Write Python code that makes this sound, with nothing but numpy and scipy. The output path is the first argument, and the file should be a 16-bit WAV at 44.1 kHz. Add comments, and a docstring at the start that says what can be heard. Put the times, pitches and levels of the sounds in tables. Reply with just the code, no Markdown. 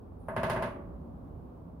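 """A low, distant rumble fills a garden among trees, and a faint, high rustle passes.
Then a woodpecker strikes the lid of a steel barrel six times in a quick burst. Each impact gives
a tick of the bill and excites the steel's modes: the lid knocks briefly, the barrel rings on,
and the garden answers with reverberation."""
import sys
import numpy as np
from scipy import signal
from scipy.fft import rfft, irfft
from scipy.io import wavfile
from scipy.ndimage import uniform_filter1d

SR = 44100
rng = np.random.default_rng(int(sys.argv[2]) if len(sys.argv) > 2 else 0)


def wav_out(sig):
    """Save sig, one row per channel (or a flat mono array), as 16-bit PCM at SR to the path in sys.argv[1]."""
    wavfile.write(sys.argv[1], SR, np.round(np.clip(np.atleast_2d(sig).T, -1, 1) * 32767).astype(np.int16))


N = 79380
TIME = np.arange(N) / SR
FREQ = np.fft.rfftfreq(N, 1 / SR)


def amp(db):
    """Amplitude grows tenfold every 20 dB."""
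    return 10 ** (np.asarray(db) / 20)


def unit(x):
    """Normalisation to an rms of 1."""
    return x / np.sqrt(np.mean(x ** 2) + 1e-20)


def read(points, hz):
    """Interpolation on a log-frequency axis."""
    f, value = np.transpose(points)
    return np.interp(np.log(hz + 1), np.log(f + 1), value)


def fade(t60, t=TIME):
    """Exponential damping: 60 dB in t60 seconds."""
    return np.exp(-np.log(1000) * t / t60)


def rise(seconds):
    """Smooth onset, quadratic at first."""
    return 1 - np.exp(-(TIME / seconds) ** 2)


def delayed(x, seconds):
    """Pure delay of both channels."""
    return np.pad(x, ((0, 0), (round(seconds * SR), 0)))[:, :N]


def noise(spectrum):
    """Random-phase stereo noise of rms 1; phase scatter between the sides lowers their coherence."""
    # Each row: frequency in Hz, coherence from 0 to 1.
    coherence = [(30, 0.1), (60, 0.86), (150, 1), (300, 0.76), (640, 0.02), (1400, 0), (3000, 0),
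                 (7000, 0.02)]
    common = np.exp(2j * np.pi * rng.random(len(FREQ)))
    spread = np.sqrt(-2 * np.log(np.clip(read(coherence, FREQ), .01, 1))) / 2
    scatter = spread * rng.standard_normal(len(FREQ))
    phasors = common * np.exp(1j * np.array([scatter, -scatter]))
    return unit(irfft(phasors * amp(read(spectrum, FREQ)), N))


def shaped(x, gain):
    """Time-varying filtering: gain(Hz, s) weights the short-time spectrum."""
    hz, t, frames = signal.stft(x, SR, nperseg=1024, noverlap=768)
    return signal.istft(frames * gain(hz[:, None], t), SR, nperseg=1024, noverlap=768)[1][:, :N]


def distant_rumble():
    """Slow amplitude modulation: outdoor noise drifts faintly, and its deepest part comes and goes."""
    # Each row: frequency in Hz, relative spectral density in dB.
    spectrum = [(12, -81), (20, -35), (49, -2.5), (109, -5), (129, -12), (166, -2), (196, -12.5), (245, -5),
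                (282, -11.5), (427, -15.5), (549, -17), (1100, -25.5), (1920, -48.5), (6720, -64),
                (15500, -57)]
    # Each row: time in seconds, gain of the whole noise in dB.
    overall_gain = [(0, 0), (.3, 0.5), (.95, 2), (1.25, 1.5), (1.45, 1), (1.8, 0)]
    # Each row: time in seconds, extra bass gain in dB.
    bass_gain = [(0, -2.5), (.12, 3.5), (.22, 3), (.3, 1), (.42, 7), (.8, -1.5), (.95, 8), (1.05, 3.5),
                 (1.3, 2.5), (1.43, 5.5), (1.52, -0.5), (1.8, 3.5)]

    def drift(hz, t, patch_db=0.46, swell_db=-0.37, bass_top_hz=100):
        patches = uniform_filter1d(rng.standard_normal((len(hz), len(t))), size=12, axis=1)
        patches = unit(uniform_filter1d(patches, size=5, axis=0))
        swell = unit(uniform_filter1d(rng.standard_normal(len(t)), size=25))
        bass_db = np.interp(t, *np.transpose(bass_gain)) * (hz < bass_top_hz)
        return amp(patch_db * patches + swell_db * swell + bass_db)

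    level_db = -47 + np.interp(TIME, *np.transpose(overall_gain))
    return shaped(noise(spectrum), drift) * amp(level_db) * amp([[-1.5], [0]])  # left side softer


def rustle(start_s=0.185, rise_s=0.023):
    """High noise with a linear attack and exponential decay, heard as a faint rustle."""
    # Each row: frequency in Hz, relative spectral density in dB.
    spectrum = [(3000, -21), (8000, -30), (9300, -7), (11500, -16), (15000, -33)]
    envelope = np.minimum(TIME / rise_s, 1) * fade(t60=0.99)
    return delayed(amp(-74) * noise(spectrum) * envelope, start_s)


def modes(table):
    """Modal superposition: damped sines, pushed inward at first, alike in both channels."""
    motion = sum(amp(db) * rise(build_s) * fade(t60) * np.sin(2 * np.pi * hz * TIME)
                 for hz, db, t60, build_s in table)
    return np.tile(-motion, (2, 1))


def barrel():
    """Impulse response of struck steel: a contact crack, distinct modes and a dense, noise-like clang."""
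    # Each row of both: frequency in Hz, relative spectral density in dB.
    crack_spectrum = [(1500, -1), (2600, -20), (4000, -24), (6000, 7), (8000, -2), (12000, -23)]
    clang_spectrum = [(100, -8.5), (450, -4), (650, -17), (950, 2), (1300, -5), (1620, -0.5), (1780, -4.5),
                      (2050, -6), (2800, -10), (3800, -15), (5200, -15), (8000, -12), (16000, -36)]
    # The lid's knock dies quickly; the barrel's main ring swells late.
    # Each row of both: frequency in Hz, level in dB, t60 in seconds, build-up in seconds.
    knock_modes = [(128.7, -38, 0.21, 0.00032), (584.5, -19, 0.026, 0.0015), (970, -21.5, 0.016, 0.0011),
                   (1447, -32, 0.035, 0.00075), (1545, -17, .022, 0.018), (1608, -28, .03, 0.0016),
                   (2034, -20.5, 0.044, 0.013), (2177, -47, .12, 0.0084), (4963, -38.5, 0.022, 0.0029)]
    ring_modes = [(116, -35.5, 0.19, 0.013), (148.8, -45.5, 0.89, 0.0053), (179, -37.5, 0.28, 0.01),
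                  (202.3, -32.5, 0.12, 0.0084), (244.8, -34.5, 0.263, 0.031), (368.3, -40, .9, 0.083),
                  (387.4, -39, 0.25, 0.00038), (525.6, -34, 0.086, 0.012), (560.5, -45.5, 0.45, 0.019),
                  (573.5, -47.5, 1.2, 0.067), (591.4, -26, 0.18, 0.031), (627, -19.5, 0.08, 0.014),
                  (646.4, -35.5, 0.82, 0.013), (666.6, -18.5, 0.15, 0.046), (772.6, -28.5, 0.076, 0.016),
                  (860.6, -48, 0.84, .002), (914, -37, 0.22, 0.0097), (1007, -47, 0.38, 0.017),
                  (1041.4, -42.5, 0.3, 0.00023), (1109.4, -36.5, 0.21, 0.027), (1122, -52, 0.81, 0.023),
                  (1157, -49, 0.58, 0.0002), (1251.5, -35.5, 0.13, 0.015), (1512, -40.5, 0.2, 0.0045),
                  (1709, -37, 0.16, 0.015)]
    crack = amp(-39) * noise(crack_spectrum) * rise(seconds=0.00036) * fade(t60=0.01)
    clang = amp(-35) * noise(clang_spectrum) * rise(seconds=0.001) * fade(t60=0.3)
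    return crack + modes(knock_modes) + modes(ring_modes) + clang


def garden_reverberation():
    """The diffuse tail of one blow among the trees; low frequencies linger longest."""
    # Each row: frequency in Hz, relative spectral density in dB.
    spectrum = [(60, -14.5), (170, 2.5), (400, -8), (620, 0), (800, -3.5), (1100, -6), (1700, -6.5),
                (2700, -9.5), (3800, -17.5), (6000, -33), (16000, -37)]
    # Each row: frequency in Hz, reverberation time in seconds.
    decay_times = [(120, 1.34), (350, 2), (600, 1.06), (900, 1), (2000, 0.57), (5000, 0.24), (12000, 0.4)]
    tail = shaped(noise(spectrum), lambda hz, t: fade(read(decay_times, hz), t))
    return amp(-42) * rise(seconds=0.014) * tail


def bill_tick():
    """The bill's bright scratch on the steel; scattering by the leaves adds a weak tail."""
    # Each row: frequency in Hz, relative spectral density in dB.
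    spectrum = [(2000, -38), (7000, -26), (8200, -18.5), (9100, -2), (10300, -2), (12500, -11),
                (16000, -17.5)]
    direct = fade(t60=0.028)
    scattered = amp(-11.5) * fade(t60=0.33)
    return amp(-40.5) * noise(spectrum) * rise(seconds=0.0019) * (direct + scattered)


def woodpecker():
    """Impact excitation: each peck drives the same response, and a harder contact passes more treble."""
    # Each row: start in seconds, blow gain in dB, contact cutoff in Hz, tick gain in dB.
    pecks = [(0.2836, -2.5, 1770, -10.5), (.3633, 2.5, 3024, -6), (0.4317, 3.5, 3600, -1.5),
             (0.497, 3.5, 4260, 2.5), (0.5606, 1, 2480, -12.5), (0.623, 1, 3570, -3.5)]
    response = barrel() + garden_reverberation()
    burst = np.zeros((2, N))
    for start_s, blow_db, cutoff_hz, tick_db in pecks:
        contact = signal.butter(3, cutoff_hz, fs=SR)
        blow = amp(blow_db) * signal.lfilter(*contact, response)
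        burst += delayed(blow + amp(tick_db) * bill_tick(), start_s)
    return burst


def scene():
    """Level and phase cues place pecks and rustle to the right: the left hears them later and duller."""
    # Each row: frequency in Hz, gain of the left side in dB.
    left_gain = [(100, 1.5), (700, -1.5), (1300, 0.5), (2400, -9), (4400, -5), (8100, -11.5), (15000, -19)]
    # Each row: frequency in Hz, phase lag of the left side in radians.
    left_lag = [(150, 0.013), (700, 0.46), (1400, 0.84), (2100, 0.73), (4000, 0.014)]
    left, right = woodpecker() + rustle()
    left_transfer = amp(read(left_gain, FREQ)) * np.exp(-1j * read(left_lag, FREQ))
    left = irfft(rfft(left) * left_transfer, N)
    return np.array([left, right]) + distant_rumble()


def record(dry):
    """Band limiting: a linear-phase low-pass cuts the treble above 16 kHz."""
    lowpass = signal.firwin(511, 16000, window=("kaiser", 9), fs=SR)
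    return signal.oaconvolve(dry, lowpass[None], "same")


dry = scene()
out = record(dry)
wav_out(out)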